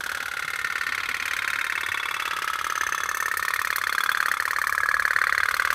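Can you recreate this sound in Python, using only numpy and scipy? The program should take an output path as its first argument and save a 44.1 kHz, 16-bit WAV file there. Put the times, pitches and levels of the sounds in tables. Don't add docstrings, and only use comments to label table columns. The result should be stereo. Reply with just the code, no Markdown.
import sys
import numpy as np
from scipy import signal
from scipy.fft import rfft, irfft
from scipy.io import wavfile

SR = 44100
rng = np.random.default_rng(int(sys.argv[2]) if len(sys.argv) > 2 else 0)


def bounce(signal):
    frames = np.transpose(np.atleast_2d(signal))
    limited = np.clip(frames, -1, 1)
    pcm = np.round(limited * 32767).astype(np.int16)
    wavfile.write(sys.argv[1], SR, pcm)


N = 253134
LENGTH = 4096
AGE_S = np.arange(LENGTH) / SR

# time in seconds, level in dB.
OUT_SNAPS = [(0.0366, -24), (0.0919, -21.5), (0.147, -21), (0.2017, -21), (0.2565, -23.5), (0.3127, -23.5),
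             (0.3679, -22), (0.4228, -22), (0.4778, -22), (0.533, -21.5), (0.5883, -22.5), (0.6444, -19.5),
             (0.6996, -23), (0.7546, -20), (0.8101, -20.5), (0.8653, -20.5), (0.9213, -19), (0.9776, -19),
             (1.0325, -19), (1.088, -16.5), (1.1428, -17.5), (1.1986, -18.5), (1.2543, -18),
             (1.3096, -16.5), (1.3648, -18), (1.4202, -17), (1.4761, -14.5), (1.5317, -15), (1.5869, -15.5),
             (1.6419, -15), (1.6976, -16), (1.7529, -16), (1.8074, -16), (1.862, -17), (1.9174, -16),
             (1.9731, -16), (2.0293, -16), (2.0851, -18), (2.1404, -16), (2.1966, -14.5), (2.2527, -15.5),
             (2.3083, -15.5), (2.3637, -17.5), (2.4193, -16), (2.4757, -15.5), (2.532, -17),
             (2.5879, -17.5), (2.6429, -18), (2.6985, -17), (2.7538, -16), (2.8095, -13.5), (2.8659, -14.5),
             (2.9223, -14), (2.9786, -16.5), (3.0341, -15.5), (3.0894, -15), (3.1457, -17), (3.2016, -16.5),
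             (3.2571, -15.5), (3.3137, -14.5), (3.3701, -17), (3.4256, -16), (3.4811, -14.5), (3.5366, -15),
             (3.5915, -15), (3.6473, -15.5), (3.7031, -14.5), (3.7588, -15.5), (3.814, -17), (3.8695, -14),
             (3.9251, -13.5), (3.9808, -14), (4.0356, -14), (4.0917, -13), (4.1476, -13.5), (4.2027, -12.5),
             (4.2581, -13), (4.3146, -11.5), (4.3996, -13.5), (4.4534, -16), (4.5077, -14.5),
             (4.5617, -14.5), (4.6157, -14), (4.6696, -13), (4.7241, -15.5), (4.7785, -13), (4.833, -13),
             (4.8877, -13), (4.9416, -12.5), (4.996, -13), (5.0518, -12.5), (5.1071, -12), (5.1618, -10.5),
             (5.2152, -11.5), (5.2692, -11.5), (5.3243, -11.5), (5.3786, -11.5), (5.4321, -12.5),
             (5.4859, -13.5), (5.5412, -13), (5.5963, -13), (5.6495, -13.5), (5.7033, -13.5)]
# time in seconds, level in dB.
IN_SNAPS = [(0.0051, -22), (0.0607, -20.5), (0.1156, -20.5), (0.171, -21.5), (0.2256, -21.5), (0.2805, -22),
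            (0.3365, -22.5), (0.3919, -21), (0.4462, -23.5), (0.5016, -23.5), (0.5572, -22.5),
            (0.6125, -24), (0.6693, -23.5), (0.7224, -23), (0.7791, -24), (0.8337, -24.5), (0.889, -22),
            (0.9465, -21.5), (1.0011, -20.5), (1.0561, -21), (1.1117, -21), (1.1663, -22), (1.2233, -19),
            (1.2781, -19.5), (1.3332, -19), (1.3882, -19.5), (1.4439, -18.5), (1.5004, -18.5),
            (1.5565, -18), (1.6107, -18), (1.6655, -18.5), (1.7213, -16.5), (1.7762, -15.5),
            (1.8315, -16.5), (1.8857, -16.5), (1.9424, -16), (1.9969, -17.5), (2.0542, -16.5),
            (2.1091, -18), (2.164, -18.5), (2.2208, -18.5), (2.2761, -16.5), (2.3317, -17), (2.387, -19.5),
            (2.4429, -20), (2.4995, -18.5), (2.5554, -18), (2.6115, -18.5), (2.6664, -17), (2.722, -18),
            (2.7767, -17.5), (2.8339, -16.5), (2.8901, -18.5), (2.9461, -16), (3.0027, -16.5),
            (3.0572, -18), (3.1129, -17), (3.1695, -18), (3.2247, -18), (3.2805, -18), (3.3387, -18),
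            (3.3946, -17), (3.4493, -17), (3.5048, -16.5), (3.5598, -16.5), (3.6149, -17), (3.6715, -16),
            (3.7268, -16), (3.782, -16.5), (3.8376, -16.5), (3.8939, -16), (3.9489, -16), (4.0049, -16),
            (4.06, -16), (4.1157, -15), (4.1713, -16.5), (4.2264, -16.5), (4.2826, -16), (4.3387, -19),
            (4.3689, -19), (4.4227, -20.5), (4.4777, -16.5), (4.5313, -18.5), (4.5851, -17), (4.6397, -18),
            (4.694, -18), (4.7487, -18), (4.8029, -17.5), (4.8578, -18), (4.9125, -16.5), (4.9667, -17.5),
            (5.0219, -17.5), (5.0777, -17.5), (5.1318, -17.5), (5.1858, -17), (5.2386, -15.0),
            (5.2938, -16), (5.3478, -17.5), (5.4016, -16.5), (5.4557, -18), (5.5095, -17), (5.5657, -18.5),
            (5.6198, -19), (5.6729, -18), (5.7268, -18)]
# time in seconds, left over right in dB, outward pop in Hz, inward pop in Hz,
# first ring in Hz, second ring in Hz, echo in relative dB, upper hull and echo in dB,
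# band near 1050 Hz in relative dB, band near 2750 Hz in relative dB.
COURSE = [(0.0, 5.8, 1520, 1380, 1780, 1484, 5.5, -6.5, -4, 1.5),
          (0.45, 3.3, 1670, 1344, 1820, 1416, 6, -4, -4, 3),
          (0.82, 5.5, 1770, 1340, 1811, 1465, 6.5, -2.5, 3, 1),
          (1.15, 3.6, 1740, 1280, 1855, 1487, 2.5, -2.5, 2.5, 4.5),
          (1.3, 4.5, 1660, 1290, 1850, 1280, 3, -2.5, -1.5, 4.5),
          (1.6, 4.8, 1684, 1370, 1850, 1255, 2, -5.5, 0.5, 2.5),
          (2.05, 5.1, 1836, 1380, 1880, 1278, 2, -4, 3.5, 0),
          (2.6, 2.6, 1744, 1245, 1737, 1321, 3, -2.5, -3.5, 3.5),
          (3.1, 3.4, 1635, 1213, 1765, 1337, 1, -5, -2.5, 0.5),
          (3.5, 5.2, 1830, 1270, 1827, 1173, -1, -0.6, -2.5, -2),
          (4.1, 6.4, 1570, 1317, 1710, 1230, -1.5, -3, -6.5, -1.5),
          (4.5, 4.3, 1836, 1273, 1675, 1212, 1.5, -5, -3, -2.5),
          (4.8, 3.6, 1640, 1267, 1671, 1206, -2, -2.5, -0.5, -9.5),
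          (5.33, 2.8, 1800, 1330, 1692, 1230, -4, 0.5, -0.5, -4.5),
          (5.74, 1.1, 1680, 1265, 1820, 1180, 3, -4, 1, 1)]
# pitch in Hz, outward strength in relative dB, inward strength in relative dB,
# longest t60 in seconds, rise in seconds.
HULL = [(1139, -24, -14, 0.027, 0.0014), (2151, -21, -8, 0.034, 0.001), (2493, -15.5, -10, 0.024, 0.0019),
        (381, -20.5, -16.5, 0.012, 0.0014)]
RINGS = [(1784, -20.5, -22, 0.054, 0.0026), (1270, -13, -12, 0.035, 0.00076),
         (480.6, -13, -15, 0.011, 0.0013), (3401, -38, -7.5, 0.018, 0.004), (4297, -15, -26, 0.014, 0.0009),
         (6216, -7.5, -13, 0.018, 0.0022), (801, -25.5, -31.5, 0.067, 0.0021),
         (2125, -21.5, -23, 0.072, 0.0029), (2635, -14, -28, 0.024, 0.004), (3713, -45, -3.5, 0.02, 0.0017),
         (1576, -10.5, -9.5, 0.016, 0.0027), (2268, -38, 1, 0.013, 0.0022)]
# centre in seconds, half width (to 1/e) in seconds, strength in relative dB.
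LOBES = [(-45, [(.68, 0.3, 14), (3.05, 0.47, 8), (4.1, 0.11, -5.5), (4.9, 0.35, 10.5)]),
         (-31, [(.6, 0.73, 8), (2.55, 0.5, 3.5), (3.9, 0.61, -3), (5.3, 1, -6)]), (-1.5, [(0.1, .9, 6.5)]),
         (-5, [(0.2, 0.65, 9.5), (2.05, 0.45, 3), (3.0, 0.45, 6), (4.05, 0.32, 10), (5.6, 0.39, -4)]),
         (-7, [(.6, 0.93, 1), (3.9, 0.59, 3), (5.5, 0.61, -1.5)]), (-44, [(1.25, 0.16, -3.5),
         (2.75, 0.2, 0.5), (3.15, 0.23, 7.5)]), (-9.5, [(.6, .8, 7)]), (-37, [(.55, 0.22, 5),
         (2.0, 0.67, 2)]), (-5, [(2.2, 0.86, 7.5)]), (-26, [(1.4, 0.54, 0.5)]), (0, [(.1, 0.16, -6),
         (1.6, 0.49, 8.5), (4.15, 0.21, 11), (5.1, 0.36, 12), (5.6, 0.38, 15)]), (-9, [(1.9, 0.35, -4),
         (3.8, 0.15, 0.5), (4.7, 0.34, 5), (5.3, 0.25, -3)])]
# time in seconds, lead of the left port in ms.
BEARING = [(0, 0.43), (1.6, .44), (2.1, 0.33), (2.45, 0.18), (3.1, 0.11), (3.7, 0.035), (5.74, 0.014)]
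# time in seconds, left delay in ms, right delay in ms,
# left level in dB, right level in dB (both relative to the straight sound).
WALL = [(0, 1.37, 1.22, -17, -8.5), (.45, 2.27, 0.98, -21, -3.5), (1.0, 2.39, 1.05, -10, -29),
        (1.55, 2.7, 1.5, -11, -21), (2.1, 2.61, 1.33, 0.5, -7.5), (2.6, 2.5, 2.06, -10, -25),
        (3.1, 2.31, 1.77, -6.5, -9), (3.9, 1.85, 1.63, -18, -11), (4.34, 1.55, 1.6, -18, -8),
        (4.37, 1.64, 1.88, -10, -5), (4.85, 1.64, 1.72, -10, -10), (5.74, 1.46, 1.63, -13, -10)]
# frequency in Hz, gain in relative dB.
ECHO_OUT = [(400, -48), (560, -1.5), (900, -16.5), (1200, 0.5), (1700, 4.5), (2300, -2), (3500, -6.5),
            (5000, -9), (7000, -23.5), (9000, -36.5)]
ECHO_IN = [(400, -20), (560, -18.5), (900, -11), (1200, -1), (1700, -9), (2300, -25.5), (3500, -6.5),
           (5000, -20), (7000, -35), (9000, -42)]
# frequency in Hz, gain in relative dB.
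RATTLE_SPECTRUM = [(2500, -5.5), (5000, 4), (6300, 5.5), (7200, -5), (8400, 2), (11000, 0), (14600, -1.5),
                   (15800, 16), (16400, -2)]
# time in seconds, level in relative dB.
RATTLE_DB = [(0, -33.5), (.31, -35), (.98, -35.5), (1.3, -33), (1.97, -33.5), (2.3, -32.5), (2.64, -32.5),
             (2.98, -30.5), (3.3, -28), (3.65, -28), (3.98, -29.5), (4.33, -30), (4.67, -30.5), (5.0, -34),
             (5.32, -30.5), (5.74, -30.5)]
# frequency in Hz, gain in dB.
BOAT_SPECTRUM = [(120, -55), (250, -1.5), (560, -3.5), (720, -7.5), (860, -1.5), (1000, 1.0),
                 (5400, 0), (5700, -0.5), (6000, 3.5)]
# start in seconds, level before the envelope in dB, pitch in Hz.
KNOCKS = [(0.209, -48, 246), (.438, -39, 150), (.44, -53, 250), (0.638, -42.5, 162), (0.868, -46, 158),
          (0.884, -42, 258), (1.093, -40.5, 252), (1.21, -42, 250), (1.57, -45, 270), (1.886, -37, 96)]
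# frequency in Hz, gain in relative dB.
RUMBLE_SPECTRUM = [(25, -47), (40, -7), (60, -1), (90, -1.5), (125, -13), (160, -4.5), (250, -19.5),
                   (500, -9), (1000, -22.5)]
# time in seconds, gain in dB.
RUMBLE_DB = [(0, -50), (2.7, -51), (3.2, -48), (4.1, -52), (4.6, -48), (5.74, -45)]

SLIP_MAX_S, SLIP_DB = 0.0036, -15.5
TWIN_SHARE = 0.2
FRESH = 0.12
TOP_LAG_S = 16 / SR
RATTLE_SCATTER_DB, IN_RATTLE_DB = 2, -1.45
TICK_LEAD_S = 0.00382
ROOM_T60_S, ROOM_DB = 0.24, -16
RUMBLE_STEADY_DB = -51
CUTOFF_HZ = 16500


def snaps(table, column, echo_spectrum, pop_db, pop_t60_s, pop_rise_s, rattle_offset_db, ticking):
    s, level_db = np.transpose(table)
    (pan_db, out_hz, in_hz, first_hz, second_hz,
     echo_db, upper_db, low_db, high_db) = follow(COURSE, s)
    lead_s = follow(BEARING, s)[0] / 1000
    level = from_db(level_db)[:, None]

    pop = from_db(pop_db) * ring((out_hz, in_hz)[column - 1], pop_t60_s, pop_rise_s)
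    direct = pop + struck_modes(s, column, first_hz, second_hz, upper_db)
    both = arrive(direct, s, lead_s)
    both += from_db(echo_db - 8) * basin(s, echo_spectrum, upper_db)
    both = shade(both, [(1100, 0.1, low_db), (2570, 0.31, high_db)])
    middle = pass_filter(both, 650, "high")
    port_gain = from_db(np.stack([pan_db, -pan_db]) / 2)
    both = level * (both + (port_gain - 1) * middle)
    both += rattle(s, rattle_offset_db)

    starts = np.round(s * SR).astype(int)
    out = np.zeros((2, N + LENGTH))
    for k, start in enumerate(starts):
        out[:, start:start + LENGTH] += both[:, k]
    if ticking:
        early_starts = np.maximum(starts - round(TICK_LEAD_S * SR), 0)
        for start, tick in zip(early_starts, ticks(level, lead_s)):
            out[:, start:start + LENGTH] += tick
    return out[:, :N]


def struck_modes(s, column, first_hz, second_hz, upper_db):
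    modes = HULL + RINGS
    pitches_hz = [mode[0] for mode in HULL] + [first_hz, second_hz] + [mode[0] for mode in RINGS[2:]]
    creep_db = 2 * wander(s, 0.548, count=len(HULL)).T[:, :, None]
    strengths_db = [creep + upper_db * (mode[0] > 2000) for creep, mode in zip(creep_db, HULL)]
    strengths_db += [beam_db(s, *beam) for beam in LOBES]
    scatter = rng.standard_normal((len(s), len(modes), 3))
    total = 0
    for k, (mode, hz, strength_db) in enumerate(zip(modes, pitches_hz, strengths_db)):
        gain = from_db(mode[column] + 8 + strength_db + 1.5 * scatter[:, k, :1])
        t60_s = min(mode[3], (780 / mode[0]) ** 2)
        twin_hz = hz * (1.03 + 0.008 * scatter[:, k, 1:2])
        twin = ring(twin_hz, t60_s, mode[4], phase=0.6 * scatter[:, k, 2:])
        total = total + gain * (ring(hz, t60_s, mode[4]) + TWIN_SHARE * twin)
    return total


def beam_db(s, quiet_db, lobes):
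    gain = from_db(quiet_db)
    for centre_s, width_s, db in lobes:
        gain = gain + from_db(db) * np.exp(-((s - centre_s) / width_s) ** 2)
    return 20 * np.log10(gain)[:, None]


def arrive(direct, s, lead_s):
    turn = -2j * np.pi * np.fft.rfftfreq(LENGTH, 1 / SR)
    left_ms, right_ms, left_db, right_db = follow(WALL, s)
    slips = rng.random((len(s), 2, 2))
    staged = 1
    for k in range(2):
        slip_gain = from_db(SLIP_DB) * 2 * slips[:, k, :1]
        staged = staged + slip_gain * np.exp(turn * SLIP_MAX_S * slips[:, k, 1:])
    left = 1 + from_db(left_db) * np.exp(turn * left_ms / 1000)
    right = 1 + from_db(right_db) * np.exp(turn * right_ms / 1000)
    right = right * np.exp(turn * lead_s)
    return irfft(rfft(direct) * staged * np.stack([left, right]), LENGTH)


def basin(s, spectrum, upper_db):
    weights = wander(s, 0.532, count=8) / np.sqrt(8)
    paths = rng.standard_normal((2, 8, LENGTH)) * (rng.random((2, 8, LENGTH)) < 0.06)
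    pattern = np.stack([weights @ paths[port] / np.std(paths) for port in range(2)])
    pattern += FRESH * rng.standard_normal(pattern.shape)
    pattern = rms_one(colour(pattern, spectrum))
    pattern[1] += colour(pattern[0] - pattern[1], [(400, 0), (1000, -30)])
    upper = pass_filter(pattern, [2300, 6000], "band")
    return (pattern + (from_db(upper_db) - 1) * upper) * swell(0.001, 0.065)


def rattle(s, offset_db):
    rattle_db = np.interp(s, *np.transpose(RATTLE_DB)) + offset_db
    rattle_db += RATTLE_SCATTER_DB * rng.standard_normal(len(s))
    lumps = from_db(2.47 * rng.standard_normal((len(s), LENGTH // 32))).repeat(32, axis=1)
    right, other = lumps * rng.standard_normal((2, *lumps.shape))
    left = colour(right, [(7900, -40), (8300, 0)], TOP_LAG_S)
    left += colour(right, [(6400, -30), (7000, 0), (8100, 0), (8500, -40)])
    left += colour(other, [(6700, 0), (7300, -11)])
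    chatter = rms_one(colour(np.stack([left, right]), RATTLE_SPECTRUM))
    top = pass_filter(chatter, 10500, "high")
    chatter += (from_db(1.3 * (rattle_db + 30.5))[:, None] - 1) * top
    envelope = swell(0.0018, 0.038) + 0.017 * swell(0.0031, 0.036)
    return chatter * from_db(rattle_db + 8)[:, None] * envelope


def ticks(level, lead_s):
    scatter_db = rng.uniform(-5, 5, level.shape)
    shadow_db = -15e3 * lead_s
    return level * from_db(shadow_db + scatter_db) * ring(1400, 0.007, 0.001)


def knocks():
    out = np.zeros(N)
    for s, level_db, hz in KNOCKS:
        start = round(s * SR)
        out[start:start + LENGTH] += from_db(level_db) * ring(hz, 0.12, 0.0042)
    return out


def room(x):
    age_s = np.arange(SR // 2) / SR
    decay = from_db(-60 * age_s / ROOM_T60_S) * (age_s > 0.006)
    tail = pass_filter(rng.standard_normal((2, len(age_s))) * decay, [700, 5000], "band")
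    tail /= np.sqrt(np.sum(tail ** 2) / 2)
    return from_db(ROOM_DB) * signal.fftconvolve(x, tail, axes=1)[:, :N]


def rumble():
    s = np.arange(N) / SR
    mid, side = colour(rng.standard_normal((2, N)), RUMBLE_SPECTRUM)
    side = colour(side, [(80, -5), (130, 15), (200, 8)])
    noise = rms_one(mid + 0.11 * side * [[1], [-1]])
    deep = colour(noise, [(100, 0), (130, -30)])
    deep_gain = from_db(np.interp(s, *np.transpose(RUMBLE_DB)))
    return deep_gain * deep + from_db(RUMBLE_STEADY_DB) * (noise - deep)


def from_db(db):
    return 10 ** (np.asarray(db) / 20)


def rms_one(x):
    return x / np.sqrt(np.mean(x ** 2) + 1e-20)


def follow(table, s):
    at_s, *columns = np.transpose(table)
    return [np.interp(s, at_s, column)[:, None] for column in columns]


def swell(rise_s, t60_s):
    return (1 - np.exp(-AGE_S / rise_s)) ** 2 * from_db(-60 * AGE_S / t60_s)


def ring(hz, t60_s, rise_s, phase=0):
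    return np.sin(2 * np.pi * hz * AGE_S + phase) * swell(rise_s, t60_s)


def wander(s, top_hz, count):
    hz = top_hz * rng.uniform(0.28, 1, (count, 4))
    phase = 2 * np.pi * rng.random((count, 4))
    return np.cos(2 * np.pi * s[:, None, None] * hz + phase).sum(-1) / np.sqrt(2)


def pass_filter(x, hz, kind):
    return signal.sosfilt(signal.butter(2, hz, kind, fs=SR, output="sos"), x)


def colour(x, spectrum, lag_s=0):
    hz = np.maximum(np.fft.rfftfreq(x.shape[-1], 1 / SR), 1)
    at_hz, gain_db = np.transpose(spectrum)
    gain = from_db(np.interp(np.log(hz), np.log(at_hz), gain_db))
    return irfft(rfft(x) * gain * np.exp(-2j * np.pi * hz * lag_s), x.shape[-1])


def shade(x, bands):
    hz = np.maximum(np.fft.rfftfreq(x.shape[-1], 1 / SR), 1)
    gain_db = sum(db * np.exp(-(np.log2(hz / centre_hz) / width) ** 2) for centre_hz, width, db in bands)
    return irfft(rfft(x) * from_db(gain_db), x.shape[-1])


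def scene():
    outward = snaps(OUT_SNAPS, 1, ECHO_OUT, pop_db=18.5, pop_t60_s=0.0065, pop_rise_s=0.00082,
                    rattle_offset_db=0, ticking=True)
    inward = snaps(IN_SNAPS, 2, ECHO_IN, pop_db=23, pop_t60_s=0.008, pop_rise_s=0.002,
                   rattle_offset_db=IN_RATTLE_DB, ticking=False)
    boat = colour(outward + inward, BOAT_SPECTRUM)
    return boat + knocks() + room(boat) + rumble()


def record(dry):
    return signal.sosfilt(signal.cheby2(12, 80, CUTOFF_HZ, fs=SR, output="sos"), dry)


dry = scene()
out = record(dry)
bounce(out)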